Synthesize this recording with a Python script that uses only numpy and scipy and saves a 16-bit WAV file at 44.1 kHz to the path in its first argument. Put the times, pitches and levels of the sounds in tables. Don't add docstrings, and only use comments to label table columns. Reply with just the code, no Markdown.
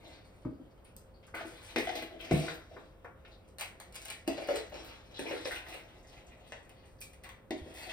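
import sys
import numpy as np
from scipy import signal
from scipy.fft import rfft, irfft, next_fast_len
from scipy.io import wavfile

SR = 44100
rng = np.random.default_rng(int(sys.argv[2]) if len(sys.argv) > 2 else 0)


def generate_wav(sig):
    pcm = np.round(np.clip(np.atleast_2d(sig).T, -1, 1) * 32767).astype(np.int16)
    wavfile.write(sys.argv[1], SR, pcm)


N = 349272
TIME, PADDED = np.arange(N) / SR, next_fast_len(N + SR // 10)
LN_1000 = np.log(1000)


def from_db(db):
    return 10 ** (np.asarray(db) / 20)


def unit_rms(x):
    return x / np.sqrt(np.mean(x ** 2) + 1e-20)


def at_hz(points, hz, column=1):
    table = np.array(points)
    return np.interp(np.log(hz + 1e-9), np.log(table[:, 0]), table[:, column])


def add(track, s, sound):
    start = max(round(s * SR), 0)
    track[start:start + len(sound)] += sound[:N - start]


def drift(per_s):
    knots = rng.standard_normal(4000)
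    return np.interp(TIME * per_s, np.arange(len(knots)), knots)


def colour(x, spectrum, size=4096):
    cepstrum = irfft(np.log(from_db(at_hz(spectrum, np.fft.rfftfreq(size, 1 / SR)))))
    kernel = irfft(np.exp(rfft(2 * cepstrum[:size // 2], size)))
    return signal.oaconvolve(x, kernel / np.linalg.norm(kernel))[:len(x)]


def grains(per_s, spread_db, size):
    strength = from_db(spread_db * np.minimum(rng.exponential(1, size), 3.5))
    return strength * rng.choice([-1, 1], size) * (rng.random(size) < per_s / SR)


def burst(length_s, per_s, first, size=8192):
    clicks = grains(per_s, 5.1, size) * np.exp(-TIME[:size] / max(length_s, .001))
    clicks[0] = first
    return clicks / np.linalg.norm(clicks)


# frequency in Hz, left-right coherence from 0 to 1.
COHERENCE = [(100, .95), (300, .6), (600, .55), (1200, .3), (2500, .4), (4500, .5), (7500, .88),
             (15000, .85)]
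def diffuse(a, b):
    alike = at_hz(COHERENCE, np.fft.rfftfreq(len(a), 1 / SR))
    mid, side = rfft(a) * np.sqrt((1 + alike) / 2), rfft(b) * np.sqrt((1 - alike) / 2)
    return irfft([mid + side, mid - side], len(a))


# frequency in Hz, relative spectral density in dB.
AIR_SPECTRUM = [(15, -18), (30, -4.5), (60, 3.5), (85, -1.5), (130, -6), (300, -11), (550, -10.5),
                (800, -18), (1300, -21.5), (2200, -33.5), (3200, -35), (4300, -48.5), (6500, -44),
                (16000, -44)]
# frequency in Hz, level in dB.
HUM_TONES = [(49, -70.5), (99, -72), (527.6, -69.5)]
def room_tone(air_db=-57.5):
    air = diffuse(*[colour(white, AIR_SPECTRUM) for white in rng.standard_normal((2, N))])
    hum = sum(from_db(db + 0.5 * drift(6.3)) * np.sqrt(2) * np.sin(2 * np.pi * (hz * TIME + rng.random()))
              for hz, db in HUM_TONES)
    return from_db(air_db) * air + hum


# frequency in Hz, reverberation time in seconds, echo gain in dB.
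REVERBERATION = [(99, 0.46, -17), (296, 0.27, 3), (694, 0.24, 3.5), (1650, 0.49, 4), (4120, 0.19, 6),
                 (9350, 0.4, -2.5), (15300, 0.084, -7.5)]
def echoes(build_s=0.00024):
    t, edges = TIME[:SR // 2], np.geomspace(60, 17000, 9)
    fields = [diffuse(*pair) for pair in rng.standard_normal((2, 2, len(t)))]
    echo = np.zeros((2, len(t)))
    for k, (low, high) in enumerate(zip(edges, edges[1:])):
        hz = np.sqrt(low * high)
        noise = signal.sosfilt(signal.butter(2, [low, high], "band", fs=SR, output="sos"), fields[k % 2])
        tail = noise * np.exp(-LN_1000 * t / at_hz(REVERBERATION, hz)) * (1 - np.exp(-t / build_s))
        gain = 2 * np.sqrt((high - low) / SR) * from_db(at_hz(REVERBERATION, hz, column=2))
        echo += gain * tail / np.linalg.norm(tail)
    return echo


def kitchen(x, move_s=1):
    out = np.zeros((2, N))
    for s in np.arange(0, N / SR + move_s, move_s):
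        near = np.abs(TIME - s) < move_s
        part = x[near] * np.cos(np.pi / 2 * (TIME[near] - s) / move_s)
        for channel, echo in zip(out, echoes()):
            add(channel, TIME[near][0], signal.fftconvolve(part, echo))
    return out


# start in seconds, relative level in dB.
THREAD_SNAPS = [(0.9658, -29.5), (3.589, -42), (3.955, -35), (4.051, -30), (4.101, -40), (4.2783, -25),
                (5.194, -41), (7.011, -43), (7.509, -36), (7.742, -37)]
def snaps(level_db=-2, pair_hz=(8970, 14300), t60_s=0.0038):
    out, t = np.zeros(N), TIME[:SR // 100]
    for s, db in THREAD_SNAPS:
        pitches = np.outer(pair_hz, 1 + .04 * rng.standard_normal())
        tone = np.sin(2 * np.pi * pitches * t).mean(axis=0)
        add(out, s, from_db(db + level_db) * np.exp(-LN_1000 * t / t60_s) * tone)
    return out


# start in seconds, relative level in dB, decay time in seconds, offset of the body in dB.
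CRACKLES = [(0.252, -57.5, 0.021, -8), (.35, -59, 0.066, -25), (.849, -62, 0.0034, 15.5),
            (1.347, -40, 0.028, 8.5), (1.452, -41.5, 0.1, 1), (1.628, -39.5, 0.067, -17),
            (1.761, -32.5, 0.095, 9), (1.953, -42, 0.027, 18.5), (2.022, -43, 0.0093, 15),
            (2.209, -50.5, 0.014, 17), (2.312, -29.5, 0.12, -2), (2.505, -47, 0.037, -2),
            (2.77, -73, 0.11, 2), (3.28, -62, 0.0074, -15), (3.478, -56, 0.012, -15),
            (3.584, -38.5, 0.012, 6.5), (3.594, -34.5, 0.0093, 4.5), (3.609, -28, 0.0085, 5),
            (3.801, -40.5, 0.007, 9), (3.924, -46.5, .02, -3), (3.944, -41, 0.008, 4),
            (3.956, -32, 0.0037, -3.5), (4.013, -39, 0.014, -1), (4.053, -35.5, 0.0036, 2.5),
            (4.083, -40, 0.013, 9.5), (4.101, -33, 0.0036, 7.5), (4.276, -33, 0.0088, -1),
            (4.474, -45, 0.011, 13), (4.559, -33, 0.006, 7.5), (5.19, -36, 0.023, -7),
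            (5.225, -59, 0.0069, -4), (5.46, -34.5, 0.036, -3), (5.512, -40, 0.016, 12),
            (5.555, -40, 0.0098, 2), (5.685, -44.5, 0.025, 12), (5.733, -43.5, 0.039, 13),
            (6.072, -54, 0.018, -8), (6.469, -51, 0.038, -1), (6.693, -50.5, 0.0056, 7),
            (6.852, -54, 0.11, -2), (7.012, -33.5, 0.021, -34), (7.132, -50, 0.0099, 4),
            (7.237, -43.5, 0.0067, 10), (7.291, -47.5, 0.003, 12.5), (7.739, -35.5, 0.52, 8)]
# frequency in Hz, relative density in dB.
FIZZ_SPECTRUM = [(200, -9), (2000, -2.5), (4500, 4), (7000, 3.5), (9000, 9), (13000, -1.5), (15500, -6)]
PAPER_SPECTRUM = [(60, -36), (300, -7), (700, 11), (1400, 0), (2100, 14.5), (3100, 7), (4500, 4.5),
                  (7000, -16.5), (12000, -0.5)]
def crackles(fizz_db=15, paper_db=11):
    fizz, paper = np.zeros((2, N))
    for s, db, length, body_db in CRACKLES:
        lead = 1.3 * min(1, 0.0094 / length)
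        clicks = from_db(db) * burst(length, per_s=1500, first=lead)
        add(fizz, s, clicks)
        add(paper, s, from_db(body_db) * clicks)
    return (from_db(fizz_db) * colour(fizz, FIZZ_SPECTRUM),
            from_db(paper_db) * colour(paper, PAPER_SPECTRUM))


# start in seconds, level in dB, pitch in Hz, 60 dB decay time in seconds.
SQUEAKS = [(.051, -49, 3600, 0.057), (1.141, -59.5, 4350, 0.046), (1.76, -29.5, 2040, 0.058),
           (7.012, -42, 2434, 0.041)]
def squeaks(waver=.07, attack_s=.001):
    out, t = np.zeros(N), TIME[:SR // 8]
    for s, db, hz, t60 in SQUEAKS:
        pitch = hz * (1 + waver * drift(490)[:len(t)])
        envelope = (1 - np.exp(-t / attack_s)) * np.exp(-LN_1000 * t / t60)
        add(out, s, from_db(db) * envelope * np.sin(2 * np.pi * np.cumsum(pitch) / SR))
    return out


# start in seconds, relative levels of pop and chirp in dB, final chirp pitch in Hz.
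AIR_POCKETS = [(0.449, -38.5, -53, 1320), (1.340, -31, -35.5, 2660), (2.480, -27, -32.5, 2546),
               (2.763, -34.5, -48, 2090), (3.046, -30.5, -46, 2210), (5.507, -51, -37, 2420),
               (6.521, -36.5, -60, 1930)]
# frequency in Hz, relative spectral density in dB.
POP_SPECTRUM = [(200, -11.5), (450, -0.5), (800, -5.5), (1100, -4), (1600, -10), (2300, -16.5), (3000, -32),
                (6000, -41.5)]
def plops(pop_db=13, chirp_db=2, chirp_s=0.00579, rise_octaves=1.32):
    pops, chirps = np.zeros((2, N))
    opening = np.linspace(0, 1, int(chirp_s * SR))
    swell = np.sin(np.pi * opening ** 2)
    for s, db, tone_db, hz in AIR_POCKETS:
        add(pops, s, from_db(db + pop_db) * burst(length_s=.009, per_s=2500, first=2.5))
        pitch = hz * 2 ** (rise_octaves * (opening - 1))
        add(chirps, s, from_db(tone_db + chirp_db) * swell * np.sin(2 * np.pi * np.cumsum(pitch) / SR))
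    return colour(pops, POP_SPECTRUM) + chirps


def ribbon_folds(count=24, start_s=3.5, end_s=7.6, low_hz=2380, high_hz=12600):
    rows = []
    for k, (when, force, pitch) in enumerate(rng.random((count, 3))):
        s = start_s + (end_s - start_s) * (k + when) / count
        db = -68.5 + 5 * (2 * force - 1)
        rows.append((s, db, low_hz * (high_hz / low_hz) ** pitch, 0.012, 2))
    return rows


# start in seconds, level in dB, pitch in Hz, length in seconds, Q (raised to at least 1).
SQUELCHES = [(0.845, -58, 9600, .004, 6.3), (0.963, -55.5, 9300, 0.012, 0.73),
             (1.226, -65, 2390, 0.021, 0.42), (1.273, -65, 1260, .03, 1.1), (1.265, -63, 8800, .015, 0.9),
             (1.343, -48.5, 1440, 0.075, 1.7), (1.861, -50, 3130, 0.012, 6.3),
             (1.893, -51, 2900, 0.0092, 2.5), (1.951, -46, 4000, 0.015, 1), (2.2, -48.5, 2830, 0.011, 2.9),
             (2.314, -61, 14000, 0.1, 2.5), (2.6, -79, 5000, 0.24, 1.5), (2.538, -58, 14000, .025, 1.9),
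             (3.249, -54.5, 1990, 0.0084, 1.1), (3.307, -69.5, 4000, 0.064, 2.6),
             (4.362, -56, 4150, 0.015, 2.5), (4.413, -51, 2080, 0.0099, 5.4), (4.556, -48, 4400, 0.013, 3),
             (4.697, -63, 14100, 0.014, 2.5), (4.835, -61, 13800, 0.065, 1.8),
             (5.133, -56.5, 3770, 0.13, 2.6), (5.254, -45.5, 2340, 0.022, 4),
             (5.307, -46, 1940, 0.023, 2.3), (5.446, -45.5, 4430, 0.0094, 1.3),
             (5.507, -43, 1610, 0.019, 2.8), (5.555, -43.5, 2540, 0.01, 3.1),
             (5.725, -52, 2500, 0.017, 3.2), (6.166, -63, 2440, 0.021, 3.6),
             (6.314, -61.5, 2240, 0.012, 2.5), (7.004, -47.5, 12900, 0.018, 2),
             (7.24, -59, 1180, 0.063, 1.6), (7.818, -54, 4500, 0.023, 12), (7.883, -47, 2540, 0.024, .71)]
def squelches(slips_per_s=3000):
    out = np.zeros(N)
    for s, db, hz, length, q in SQUELCHES + ribbon_folds():
        size = max(int(length * SR), 256)
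        slips = grains(slips_per_s, 10.6, size) * np.sin(np.pi * np.linspace(0, 1, size) ** 0.35)
        cavity = signal.iirpeak(hz, max(q, 1), fs=SR)
        add(out, s, from_db(db) * unit_rms(signal.lfilter(*cavity, signal.lfilter(*cavity, slips))))
    return out


# frequency in Hz, relative spectral density in dB.
SMEAR_SPECTRUM = [(500, -12.5), (800, 6.5), (1200, -1.5), (1600, -0.5), (2100, 3), (2600, 0.5), (3100, -1),
                  (4400, -3.5), (6000, -10.5), (9000, -11.5), (15000, -15)]
def wet_smear(catch_db=3.5, catches_per_s=45, smack_db=-7):
    drag = unit_rms(from_db(catch_db * drift(catches_per_s)))
    pockets = np.zeros(N)
    for hz in np.geomspace(900, 14000, 16):
        opening = from_db(5 * drift(24))
        pockets += signal.lfilter(*signal.iirpeak(hz, 6, fs=SR), opening * unit_rms(grains(1000, 6.5, N)))
    smacks = from_db(smack_db) * unit_rms(grains(90, 6.6, N))
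    return colour(drag * (unit_rms(pockets) + smacks), SMEAR_SPECTRUM)


# frequency in Hz, relative level in dB, 60 dB decay time in seconds.
LOW_RESONANCES = [(77, 2.5, 0.37), (145, 0, 0.22), (167.6, -10.5, 0.41), (203, -13.5, 0.18),
                  (260.4, -5.5, 0.21), (283.7, -3.5, 0.23), (326.6, 4, 0.13), (369, 0, 0.13),
                  (427.8, -3.5, 0.12), (492.8, -4.5, 0.18), (607.6, -4, 0.15), (653, -2.5, 0.12),
                  (732, -0.5, 0.058), (842, -20, 0.19)]
RIM_MODES = [(1690, -23, 0.074), (1920, -6, 0.078), (1995, 7.5, 0.14), (2250, 2, 0.038), (3600, 6, 0.026),
             (4230, -20, .023)]
LOW_DETUNE, RIM_DETUNE = .012, .04
def ring(modes, weights, tuning=1, size=16000):
    hz, db, t60 = np.array(modes).T[:, :, None]
    t = TIME[:size]
    gains = from_db(db) * np.reshape(weights, (-1, 1))
    partials = gains * np.exp(-LN_1000 * t / t60) * np.sin(2 * np.pi * hz * tuning * t)
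    return partials.sum(axis=0) / np.linalg.norm(gains)


# start in seconds, length in seconds, relative judder level in dB,
# change by the end in dB, offset of the wet smear in dB.
STROKES = [(-.04, 0.45, -56, -19.5, 0), (1.353, 0.16, -51.5, -5, -1.5), (1.554, 0.18, -69.5, 8, 5.5),
           (1.868, 0.1, -38.5, -5, -7), (2.09, 0.076, -57, 1.5, -5), (2.184, 0.17, -56.5, 10, -1.5),
           (2.373, 0.15, -45.5, -4, -6.5), (2.68, 0.17, -54.5, -5, -14), (3.136, 0.16, -75, 9.5, -8),
           (3.7, 0.54, -65.5, -0.5, -11), (4.259, 0.19, -52, 4, -3), (4.477, 0.076, -44.5, 2.5, -6),
           (4.703, 0.2, -52.5, -1.5, -2.5), (4.96, 0.32, -69, 12, -1.5), (5.199, 0.15, -45.5, 0, -5),
           (5.392, .17, -51.5, -1, -2), (5.638, 0.091, -52, -2, -2.5), (5.83, 1, -63, -7.5, -3.5),
           (7.515, 0.5, -62, 17, -3)]
def pressure(attack_s=0.016, release_s=0.049):
    judder, smear = from_db([-91.5, -81])
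    for start, length, db, change_db, wet_db in STROKES:
        age = TIME - start
        bite = np.clip(age / attack_s, 0, 1)
        let_go = np.exp(-np.maximum(age - length, 0) / release_s)
        stroke = from_db(db + change_db * np.clip(age / length, 0, 1)) * bite * let_go
        judder, smear = judder + stroke, smear + from_db(wet_db) * stroke
    return judder, smear


def scraping(judder_db=-3, smear_db=-3, rim_db=-19):
    judder, smear = pressure()
    slips = unit_rms(grains(500 * from_db(3.1 * drift(30)), 6.0, N))
    wet = wet_smear()
    modes = np.array(LOW_RESONANCES)[4:]
    weights = (-1) ** np.arange(len(modes)) * modes[:, 0]
    low = unit_rms(signal.oaconvolve(slips, ring(modes, weights))[:N])
    rim = unit_rms(signal.oaconvolve(slips, ring(RIM_MODES, 1))[:N])
    rim = np.interp(TIME + np.cumsum(RIM_DETUNE * drift(13)) / SR, TIME, rim)
    return from_db(judder_db) * judder * low + smear * (from_db(smear_db) * wet + from_db(rim_db) * rim)


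# start in seconds, relative level in dB, favoured pitch in Hz,
# reach around it in octaves, relative tick level in dB.
KNOCKS = [(.451, -35.5, 146, 0.85, -89), (.455, -36.5, 314, 0.76, -67), (.468, -35.5, 152, 1.05, -66),
          (.598, -48.5, 300, 0.61, -86), (1.341, -51, 416, 1.5, -58), (1.35, -45, 735, 0.41, -55),
          (1.408, -40, 740, 0.76, -41), (1.451, -45.5, 344, 0.48, -63), (1.761, -26.5, 464, 1.6, -22),
          (1.782, -30.5, 390, 1.05, -28.5), (1.871, -35, 697, 0.34, -32.5), (1.892, -37, 746, 0.15, -32),
          (2.023, -40, 410, 1.3, -42), (2.311, -22, 357, 0.9, -27.5), (2.313, -27.5, 720, 0.34, -50),
          (2.317, -24.5, 158, 0.87, -54), (2.33, -43, 76.5, 0.55, -60), (2.336, -19.5, 164, 0.63, -52),
          (2.352, -34, 300, 0.46, -60), (4.277, -29, 322, 0.77, -29), (4.278, -28, 656, 0.45, -50),
          (4.379, -32.5, 568, 0.68, -37), (4.418, -42, 520, 0.66, -49), (4.487, -24, 560, 0.55, -31),
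          (4.506, -30, 557, 0.29, -34.5), (4.539, -32, 441, 0.25, -45), (4.722, -34.5, 624, 0.41, -47),
          (4.742, -41, 533, 1, -39), (5.193, -34, 387, 1.1, -34.5), (5.256, -40, 420, 0.99, -45),
          (5.311, -32, 500, 0.84, -41), (5.337, -35.5, 400, 0.58, -48), (5.455, -34.5, 502, 0.44, -29),
          (5.462, -36.5, 620, 0.42, -36), (5.745, -46.5, 517, 0.77, -51), (6.521, -47, 583, 0.4, -34.5),
          (7.507, -32.5, 320, 0.64, -30), (7.508, -35, 662, 0.4, -52), (7.528, -40, 313, 0.67, -51),
          (7.615, -43, 68, 1.8, -76), (7.662, -42, 342, 1.9, -68)]
INVERTED_TONES = [2, 3, 10, 11]
# frequency in Hz, relative spectral density in dB.
TICK_SPECTRUM = [(400, -28), (800, 6), (1200, -1), (2100, 10.5), (3100, 0), (4400, -1.5), (6500, -6.5),
                 (15000, -34)]
def knocks(ring_db=-2.5, thud_db=-1, tick_db=13, rim_db=-19, contact_s=0.002, thud_cycles=5):
    body, ticks = np.zeros((2, N))
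    low_hz = np.array(LOW_RESONANCES)[:, 0]
    polarity = np.where(np.isin(np.arange(len(low_hz)), INVERTED_TONES), -1, 1)
    for s, db, hz, reach, hard_db in KNOCKS:
        near = 1 / (1 + (np.log2(low_hz / hz) / reach) ** 4)
        shift = rng.standard_normal()
        uneven = from_db(2 * rng.standard_normal(len(low_hz)))
        low = ring(LOW_RESONANCES, polarity * near * uneven, 1 + LOW_DETUNE * shift)
        add(body, s, from_db(db + ring_db) * low * (1 - np.exp(-TIME[:len(low)] / contact_s)))
        cycles = TIME[:SR // 3] * hz
        age = cycles * reach * LN_1000 / thud_cycles
        add(body, s, from_db(db + thud_db) * age * np.exp(1 - age) * np.sin(2 * np.pi * cycles))
        chatter = from_db(hard_db) * burst(length_s=0.002, per_s=1600, first=0.9)
        add(ticks, s, chatter)
        rim = ring(RIM_MODES, 1, 1 + RIM_DETUNE * shift, size=4096)
        add(body, s, from_db(rim_db) * signal.fftconvolve(chatter, rim))
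    return body + from_db(tick_db) * colour(ticks, TICK_SPECTRUM)


# frequency in Hz, level of the left channel over the right in dB.
LEFT_BIAS = [(150, -1.5), (300, 1.5), (500, 2.2), (1200, 3.5), (2200, 0.4), (4200, 4.5), (8000, -0.5)]
def scene():
    hits = knocks()
    wet = scraping() + squelches() + squeaks()
    pops = plops()
    fizz, paper = crackles()
    # source, direct gain in dB, gain into the room in dB.
    layers = [(snaps(), 0, -3), (fizz, -2, -0.5), (paper, -6, -1),
              (pops, -2, -1), (wet, -7, 0), (hits, 0, 1.57)]
    direct = sum(from_db(db) * source for source, db, _ in layers)
    sent = sum(from_db(db) * source for source, _, db in layers)
    bias_db = at_hz(LEFT_BIAS, np.fft.rfftfreq(PADDED, 1 / SR))
    spectrum = rfft(direct + kitchen(sent), PADDED) * from_db([bias_db / 2, -bias_db / 2])
    return irfft(spectrum, PADDED)[:, :N] + room_tone()


def record(dry):
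    treble_lag_s, cutoff_hz = .0002155, 15900
    hz = np.fft.rfftfreq(PADDED, 1 / SR)
    lag = treble_lag_s * np.interp(hz, [1000, 2200, 5000], [0, .5, 1])
    right = irfft(rfft(dry[1], PADDED) * np.exp(-2j * np.pi * hz * lag), PADDED)[:N]
    return signal.sosfilt(signal.ellip(10, .2, 80, cutoff_hz, fs=SR, output="sos"), [dry[0], right])


dry = scene()
out = record(dry)
generate_wav(out)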